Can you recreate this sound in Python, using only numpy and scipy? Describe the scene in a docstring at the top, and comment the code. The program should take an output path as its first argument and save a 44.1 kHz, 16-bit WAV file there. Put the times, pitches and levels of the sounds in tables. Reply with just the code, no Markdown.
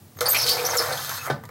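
"""Impact driver in a doorway

A cordless impact driver runs an anchor screw through a metal door frame into concrete block in one short burst.
Over low rumble and faint air noise, noise-burst clacks of trigger, bit and hammer come before, during and after
the drive. Filtered random grains make the thread's grind, gear rattle and hiss; the grind also rings the frame
modes. Gliding rough tones squeal over the motor's sine whine. Clicks through modes make the stop thud, with noise
rattle and a low boom; noise tails add the doorway's short echo."""
import sys
import numpy as np
from scipy import signal
from scipy.fft import rfft, irfft
from scipy.io import wavfile

SR = 44100
rng = np.random.default_rng(int(sys.argv[2]) if len(sys.argv) > 2 else 0)


def transcribe(signal):
    """Save signal, clipped to [-1, 1], as a 16-bit WAV file at the path in sys.argv[1]."""
    frames = np.atleast_2d(signal).T
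    limited = np.clip(frames, -1, 1)
    pcm = np.round(limited * 32767).astype(np.int16)
    wavfile.write(sys.argv[1], SR, pcm)


N = 66150
T = np.arange(N) / SR
START_S, STOP_S, SPIN_UP_S, SPIN_DOWN_S = 0.208, 1.285, 0.0018, 0.022
MOTOR_HZ = 345.4  # turns per second

# spectrum of hiss and clack cracks: (frequency [Hz], relative level [dB])
HISS_COLOUR = [(1000, -6), (2800, -0.5), (4100, 8), (5200, 6), (7200, 1.5), (8500, 0), (10500, 0),
               (12400, 6), (13600, 2), (15000, -3), (16000, -5)]


def from_db(db):
    """Decibels to gain."""
    return 10 ** (np.asarray(db) / 20)


def rms_one(x):
    """Scale to unit rms."""
    return x / np.sqrt(np.mean(x ** 2) + 1e-20)


def in_time(rows):
    """Each column of a curve at every sample."""
    s, *columns = np.transpose(rows)
    return [np.interp(T, s, c) for c in columns]


def colour(x, points):
    """Causal minimum-phase filter with the given spectrum shape and unit power gain."""
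    size = 8192
    hz, db = np.transpose(points)
    grid_hz = np.maximum(np.arange(size // 2 + 1) * SR / size, 1)
    gain = from_db(np.interp(np.log(grid_hz), np.log(hz), db))
    cepstrum = irfft(np.log(gain))
    # keeping only the causal half of the cepstrum makes the phase minimal
    response = irfft(np.exp(rfft(2 * cepstrum[:size // 2], size)))
    return signal.fftconvolve(x, response / np.linalg.norm(response))[:N]


def high_pass(x, order, hz):
    """Butterworth low cut."""
    return signal.sosfilt(signal.butter(order, hz, "high", fs=SR, output="sos"), x)


def drift(rate_hz):
    """Smooth chance with spread 1."""
    r = np.exp(-2 * np.pi * rate_hz / SR)
    white = rng.standard_normal(2 * N)
    return rms_one(signal.lfilter([1], [1, -2 * r, r * r], white)[N:])  # first half settles the filter


def ring(x, modes):
    """A unit click sets each mode ringing at its level."""
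    out = 0
    for hz, db, t60_s in modes:
        r = np.exp(-np.log(1000) / (t60_s * SR))
        w = 2 * np.pi * hz / SR
        mode = signal.lfilter([0, np.sin(w)], [1, -2 * r * np.cos(w), r * r], x + 1e-18)
        out = out + from_db(db) * mode
    return out


def grains(per_s, spread_db, turn_hz, throb_db):
    """Random tiny fractures and contacts, stronger once in each turn; unit rms."""
    turn = np.cumsum(turn_hz * (1 + 0.013 * drift(7.5))) / SR
    random_db = spread_db * np.minimum(rng.exponential(1, N), 4)
    sizes = from_db(random_db + throb_db * np.cos(2 * np.pi * turn))
    hits = rng.random(N) < per_s / SR
    return rms_one(sizes * rng.choice([-1, 1], N) * hits)


def burst(s, decay_s):
    """Sudden onset, exponential decay."""
    return (T >= s) * np.exp(-np.maximum(T - s, 0) / decay_s)


def gate(s, end_s, attack_s, release_s):
    """Linear attack, hold, exponential release."""
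    return np.clip((T - s) / attack_s, 0, 1) * np.exp(-np.maximum(T - end_s, 0) / release_s)


def background():
    """Low rumble and faint air noise of the building: two coloured noises with slow levels."""
    # (time [s], level [dB])
    rumble_level = [(0, -53), (.08, -48.5), (.12, -58), (.17, -46), (.27, -46), (.5, -46.5), (.9, -44),
                    (1.27, -49.5), (1.32, -42), (1.42, -42), (1.5, -46.5)]
    # (frequency [Hz], relative level [dB])
    rumble_colour = [(25, -33), (55, -17), (72, -14), (90, 10), (125, 6.5), (170, -1.5), (260, -19),
                     (600, -65.5)]
    # (time [s], level [dB])
    air_level = [(.15, -52.5), (1.35, -56)]
    # (frequency [Hz], relative level [dB])
    air_colour = [(100, -21), (200, 1), (380, -5.5), (600, -9.5), (1200, -16), (2500, -21), (9000, -21),
                  (15000, -19.5)]
    rumble = from_db(in_time(rumble_level)[0]) * rms_one(colour(rng.standard_normal(N), rumble_colour))
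    air = from_db(in_time(air_level)[0]) * colour(rng.standard_normal(N), air_colour)
    return rumble + air


def high_whistle():
    """A very faint steady sine near the top of hearing."""
    whistle_hz, whistle_db = 15680, -71
    return from_db(whistle_db) * np.sin(2 * np.pi * whistle_hz * T)


def clacks():
    """Each metal contact is a bright crack on a duller body, both decaying noise."""
    # contacts of trigger, bit and hammer: (time [s], body level [dB], crack level [dB])
    contacts = [(0.149, -58, -54), (0.17, -42, -48), (0.188, -35, -33.5), (0.2076, -28.5, -16.5),
                (0.348, -24.5, -21.5), (0.465, -31, -18.5), (.492, -55, -14), (0.975, -54, -32),
                (1.0928, -33, -20.5), (1.28, -24.5, -50), (1.437, -34, -41), (1.453, -42, -40),
                (1.490, -33, -43.5)]
    # (frequency [Hz], relative level [dB])
    body_colour = [(150, -39), (320, -4), (480, 4.5), (800, 0.5), (1200, 7.5), (1550, -4), (2050, 1.5),
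                   (2700, -24), (8000, -51)]
    body_decay_s, crack_decay_s = 0.0059, 0.0031
    body = sum(from_db(db) * burst(s, body_decay_s) for s, db, _ in contacts)
    crack = sum(from_db(db) * burst(s, crack_decay_s) for s, _, db in contacts)
    dull = colour(body * rng.standard_normal(N), body_colour)
    bright = colour(crack * rng.standard_normal(N), HISS_COLOUR)
    return dull + bright


def motor():
    """A thin wavering whine with its octave, and the low shake of the running tool in the frame."""
    # (time [s], pitch [Hz], level [dB], octave level [dB])
    whine_track = [(.163, 6800, -69, -55), (.175, 6760, -75, -42), (.18, 6500, -48, -51),
                   (.21, 6260, -47, -55), (.5, 6320, -50, -57), (.93, 6350, -42, -55),
                   (1.15, 6300, -42, -37), (1.2, 6510, -44, -48), (1.265, 6530, -44, -46),
                   (1.285, 6450, -63, -63)]
    waver_share = 0.00196
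    shake_hz, shake_db = 136.5, -46
    hz, db, octave_db = in_time(whine_track)
    phase = 2 * np.pi * np.cumsum(hz * (1 + waver_share * drift(71))) / SR
    whine = from_db(db) * np.sin(phase) + from_db(octave_db) * np.sin(2 * phase)
    whine = whine * (T > whine_track[0][0]) * (T < whine_track[-1][0])
    shake = np.sin(2 * np.pi * np.cumsum(shake_hz * (1 + 0.042 * drift(17.6))) / SR)
    return whine + from_db(shake_db) * shake * gate(START_S, STOP_S, 0.032, SPIN_DOWN_S)


def grinding(crush, level_db):
    """The thread crushes concrete: random fractures, coloured."""
    # (frequency [Hz], relative level [dB])
    grind_colour = [(100, -46), (230, -30.5), (320, -5), (390, -21), (480, 8.5), (560, 10), (700, 9.5),
                    (900, 8.5), (1100, -4), (2000, -10.5), (4000, -30.5)]
    grind_trim_db = -1.5
    return from_db(grind_trim_db) * colour(crush * from_db(level_db), grind_colour)


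def frame_ring(crush, running):
    """Crushing and the first catch of the bit excite the door frame's modes."""
    # door frame: (frequency [Hz], level [dB], t60 [s])
    frame_modes = [(484.8, 5, 0.17), (494.6, 8, 0.22), (619.5, -0.5, 0.18), (746, -5, 0.19),
                   (829, -10.5, 0.23), (934, -12, 0.088), (1121, -4, 0.17), (1229, -1, 0.086),
                   (1469, -0.5, 0.1), (2057, -4.5, 0.18)]
    # drive of the ring; it dies as the screw head clamps the frame: (time [s], level [dB])
    ring_drive = [(.21, -26.5), (.235, -29), (.25, -37.5), (.42, -37.5), (.46, -29), (.55, -29.5),
                  (.64, -27.5), (.71, -31), (.755, -22), (.775, -57), (.79, -19), (.84, -31), (.91, -38.5),
                  (.97, -51)]
    ring_trim_db, catch_db = -1, -34.5
    low_cut_hz = 410  # the frame's ring carries nothing below its lowest modes
    force = crush * running * from_db(in_time(ring_drive)[0])
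    frame = from_db(ring_trim_db) * ring(force, frame_modes) / np.std(ring(crush, frame_modes))
    catch = from_db(catch_db) * ring(signal.unit_impulse(N, int(START_S * SR)), frame_modes)
    return high_pass(frame + catch, 3, low_cut_hz)


def gear_rattle(running, level_db):
    """Random gear contacts throb with each motor turn."""
    # (frequency [Hz], relative level [dB])
    gear_colour = [(200, -25.5), (330, -11), (400, -17), (520, -16.5), (750, -10), (1100, 5), (1500, 4),
                   (2050, -2.5), (2400, -9.5), (3200, -19), (8000, -15.5)]
    gear_trim_db, spread_db, throb_db = -3, 3.5, -1
    contacts = grains(3000, spread_db, MOTOR_HZ, throb_db)
    return colour(contacts * running * from_db(level_db + gear_trim_db), gear_colour)


def grit_and_fan_hiss(running):
    """Dense grains, throbbing with each motor turn, make the hiss of fan and scraping grit."""
    # (time [s], level [dB])
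    hiss_level = [(.21, -29), (.245, -41), (.35, -29.5), (.44, -32), (.5, -24.5), (.56, -32.5),
                  (.61, -34.5), (.75, -34.5), (.83, -33), (.95, -36.5), (1.06, -32), (1.08, -39),
                  (1.11, -36), (1.18, -34), (1.2, -46), (1.26, -39.5), (1.29, -64)]
    spread_db, throb_db = 3, 4
    scrapes = grains(9000, spread_db, MOTOR_HZ, throb_db)
    return colour(scrapes * running * from_db(in_time(hiss_level)[0]), HISS_COLOUR)


def driving():
    """One load drives grind and gears, one crushing force grind and frame; returns scrape and frame."""
    # before trims: (time [s], grind level [dB], gear rattle level [dB])
    load = [(.21, -30, -18), (.235, -36, -33), (.28, -28.5, -25.5), (.32, -40, -36.5), (.35, -34.5, -28),
            (.40, -33, -30.5), (.49, -39.5, -37.5), (.53, -32, -33.5), (.63, -32.5, -30.5),
            (.73, -26.5, -28), (.762, -35, -21), (.770, -55, -68), (.781, -55, -56), (.792, -29.5, -24.5),
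            (.825, -32, -26.5), (.85, -30, -23.5), (.915, -27.5, -32.5), (.98, -38, -31.5),
            (1.07, -48, -35), (1.11, -41, -29.5), (1.14, -47.5, -36.5), (1.25, -51, -31.5),
            (1.29, -32.5, -33.5)]
    spindle_hz, grains_per_s, spread_db, throb_db = 43.9, 2500, 3, 3
    clump_db, clump_hz = 2, 44.2  # the thread meets hard and soft grains of the block
    grind_db, gear_db = in_time(load)
    running = gate(START_S, STOP_S, SPIN_UP_S, SPIN_DOWN_S)
    crush = grains(grains_per_s, spread_db, spindle_hz, throb_db)
    clumps_db = clump_db * drift(clump_hz)
    grind = grinding(crush * running, grind_db + clumps_db)
    gears = gear_rattle(running, gear_db + clumps_db)
    scrape = grind + gears + grit_and_fan_hiss(running)
    return scrape, frame_ring(crush, running)


def squeals():
    """Thread stick-slip: rough gliding tones with their octave, which also ring screw and bit."""
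    # the thread sticks and slips in the hole: (time [s], length [s], start pitch [Hz], end pitch [Hz],
    # level before trim [dB], octave re fundamental [dB], pitch roughness [share])
    slip_events = [(0.257, 0.015, 4770, 4720, -23, -6.5, 0.044),
                   (0.283, 0.0082, 6250, 7060, -28.5, 12, 0.024),
                   (0.296, 0.01, 7750, 8890, -20.5, -23, .02), (0.306, .027, 6146, 6500, -35, 17, 0.022),
                   (0.345, 0.021, 2253, 2534, -21.5, -8.5, 0.083),
                   (0.364, 0.011, 5910, 5400, -26.5, -3, .04),
                   (0.383, 0.0069, 5680, 5410, -23.5, -4, 0.0293),
                   (0.389, 0.027, 4810, 5144, -25, -18, 0.1), (0.417, .016, 5810, 5620, -28.5, -1.5, .07),
                   (0.427, 0.019, 5425, 4664, -24.5, -19, 0.057),
                   (.465, 0.027, 4940, 4450, -23.5, -11, 0.16),
                   (0.496, 0.024, 4710, 4725, -21.5, -14, 0.057),
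                   (0.532, 0.021, 4830, 5120, -28.5, -29, 0.091), (0.576, 0.026, 2262, 2413, -33, -4, 0.07),
                   (0.648, 0.019, 5200, 6004, -22, -9.5, 0.06), (0.693, 0.026, 6840, 5580, -27, -29, 0.058),
                   (0.768, 0.0057, 7810, 5320, -24, -4, .04), (0.771, 0.018, 5700, 5370, -25.5, -4, .03),
                   (0.782, 0.023, 5237, 5080, -24, -14, 0.054), (0.897, 0.034, 745, 784, -35.5, 0, 0.099),
                   (0.921, 0.01, 4257, 4403, -29, -5.5, 0.1), (0.973, 0.0015, 3380, 3320, -33, -1, 0.044),
                   (1.167, .014, 4110, 4050, -40.5, -4, 0.07),
                   (1.191, 0.028, 2600, 2610, -40.5, -16, 0.012)]
    # screw and bit: (frequency [Hz], level [dB], t60 [s])
    steel_modes = [(2210, -6, 0.09), (2617, -2, 0.12), (4410, 11.5, 0.084), (4590, 11, 0.045),
                   (4740, 3, 0.15), (4890, 3.5, 0.12), (5236, -2, 0.06), (5370, 11.5, 0.084),
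                   (5810, -1, 0.11), (12100, 10, 0.044), (12400, 19, 0.042)]
    attack_s, release_s, settle_s = 0.00042, 0.0064, 0.0089
    trim_db, steel_db, jitter_hz = -1, -33.5, 512.3
    flutter_db, flutter_hz, swell_max = 4.5, 464, 0.7  # the grip flutters; a slip swells only so far (spreads)
    rasp, rasp_hz = 6.1, 900  # uneven slip strength per unit of pitch roughness
    out = np.zeros(N)
    for s, length_s, start_hz, end_hz, db, octave_db, rough in slip_events:
        glide_hz = end_hz + (start_hz - end_hz) * np.exp(-np.maximum(T - s, 0) / settle_s)
        hz = glide_hz * (1 + rough * drift(jitter_hz))
        phase = 2 * np.pi * np.cumsum(hz) / SR
        grip_db = flutter_db * np.minimum(drift(flutter_hz), swell_max)
        level = gate(s, s + length_s, attack_s, release_s) * from_db(db + trim_db + grip_db)
        slips = rms_one(np.tanh(1 + rasp * rough * drift(rasp_hz)))
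        tone = np.sin(phase) + from_db(octave_db) * np.sin(2 * phase)
        out += np.sqrt(2) * level * slips * tone
    return out + from_db(steel_db) * rms_one(ring(out, steel_modes))


def stop_thud():
    """The sudden stop knocks tool and frame, loose parts rattle and a low boom dies away."""
    # the stop kicks the tool against the frame: (time [s], level [dB])
    kicks = [(1.2996, -7), (1.3022, 1), (1.3081, -25)]
    # (frequency [Hz], level [dB], t60 [s])
    thud_modes = [(317, -26.5, 0.012), (513, -14, 0.018), (569, -25, 0.24), (740, -19, 0.034),
                  (1181, -28.5, 0.1), (1509, -28.5, 0.19), (3700, -33, 0.076)]
    # (frequency [Hz], relative level [dB])
    rattle_colour = [(60, -21), (150, -5.5), (400, 3.5), (1600, -0.5), (2600, -19.5), (3600, -11.5),
                     (5000, -15.5), (7000, -26.5), (16000, -31)]
    # (frequency [Hz], relative level [dB])
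    after_colour = [(70, -45), (125, 8), (215, 10), (300, -8), (600, -47)]
    contact_hz, rattle_db, rattle_s = 3040, -21, 0.021
    boom_s, boom_end_s, boom_hz, boom_db = 1.306, 1.334, 139, -25.5
    after_db, after_s = -36.5, 0.11
    clicks = np.zeros(N)
    for s, db in kicks:
        clicks[int(s * SR)] += from_db(db)
    soft = signal.sosfilt(signal.butter(1, contact_hz, fs=SR, output="sos"), clicks)
    knock = high_pass(ring(soft, thud_modes), 2, 200)
    rattle = colour(burst(kicks[0][0], rattle_s) * rng.standard_normal(N), rattle_colour)
    boom = gate(boom_s, boom_end_s, 0.0051, 0.02) * np.sin(2 * np.pi * boom_hz * (T - boom_s))
    after = colour(burst(boom_s, after_s) * rng.standard_normal(N), after_colour)
    return knock + from_db(rattle_db) * rattle + from_db(boom_db) * boom + from_db(after_db) * after


def doorway(x):
    """Close reflections from frame and block, then a short tail whose treble dies sooner."""
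    early_db, early_s = -5, 0.0048
    early_low_cut_hz = 1840  # early reflections carry only the treble
    tail_db, delay_s, low_t60_s, treble_t60_s, split_hz = -9, 0.006, 0.32, 0.2, 4600
    early = high_pass(burst(0.0012, early_s) * rng.standard_normal(N), 2, early_low_cut_hz)
    white = rng.standard_normal(N)
    low = signal.sosfiltfilt(signal.butter(2, split_hz, fs=SR, output="sos"), white)
    low_tail = low * burst(delay_s, low_t60_s / np.log(1000))
    treble_tail = (white - low) * burst(delay_s, treble_t60_s / np.log(1000))
    tail = low_tail + treble_tail
    response = from_db(early_db) * early / np.linalg.norm(early) + from_db(tail_db) * tail / np.linalg.norm(tail)
    response[0] = 1  # direct sound
    return signal.fftconvolve(x, response / np.linalg.norm(response))[:N]


def scene():
    """The tool in the doorway, with frame, motor, background and whistle added without the echo."""
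    scrape, frame = driving()
    echoed = doorway(scrape + squeals() + clacks() + stop_thud())
    return (echoed + frame + motor() + background() + high_whistle())[None]


def record(dry):
    """The microphone drops the deep bass; the top is cut steeply."""
    low_cut_hz, cutoff_hz = 57, 16000
    thin = high_pass(dry, 3, low_cut_hz)
    return signal.sosfilt(signal.ellip(10, 0.1, 80, cutoff_hz, fs=SR, output="sos"), thin)


dry = scene()
out = record(dry)
transcribe(out)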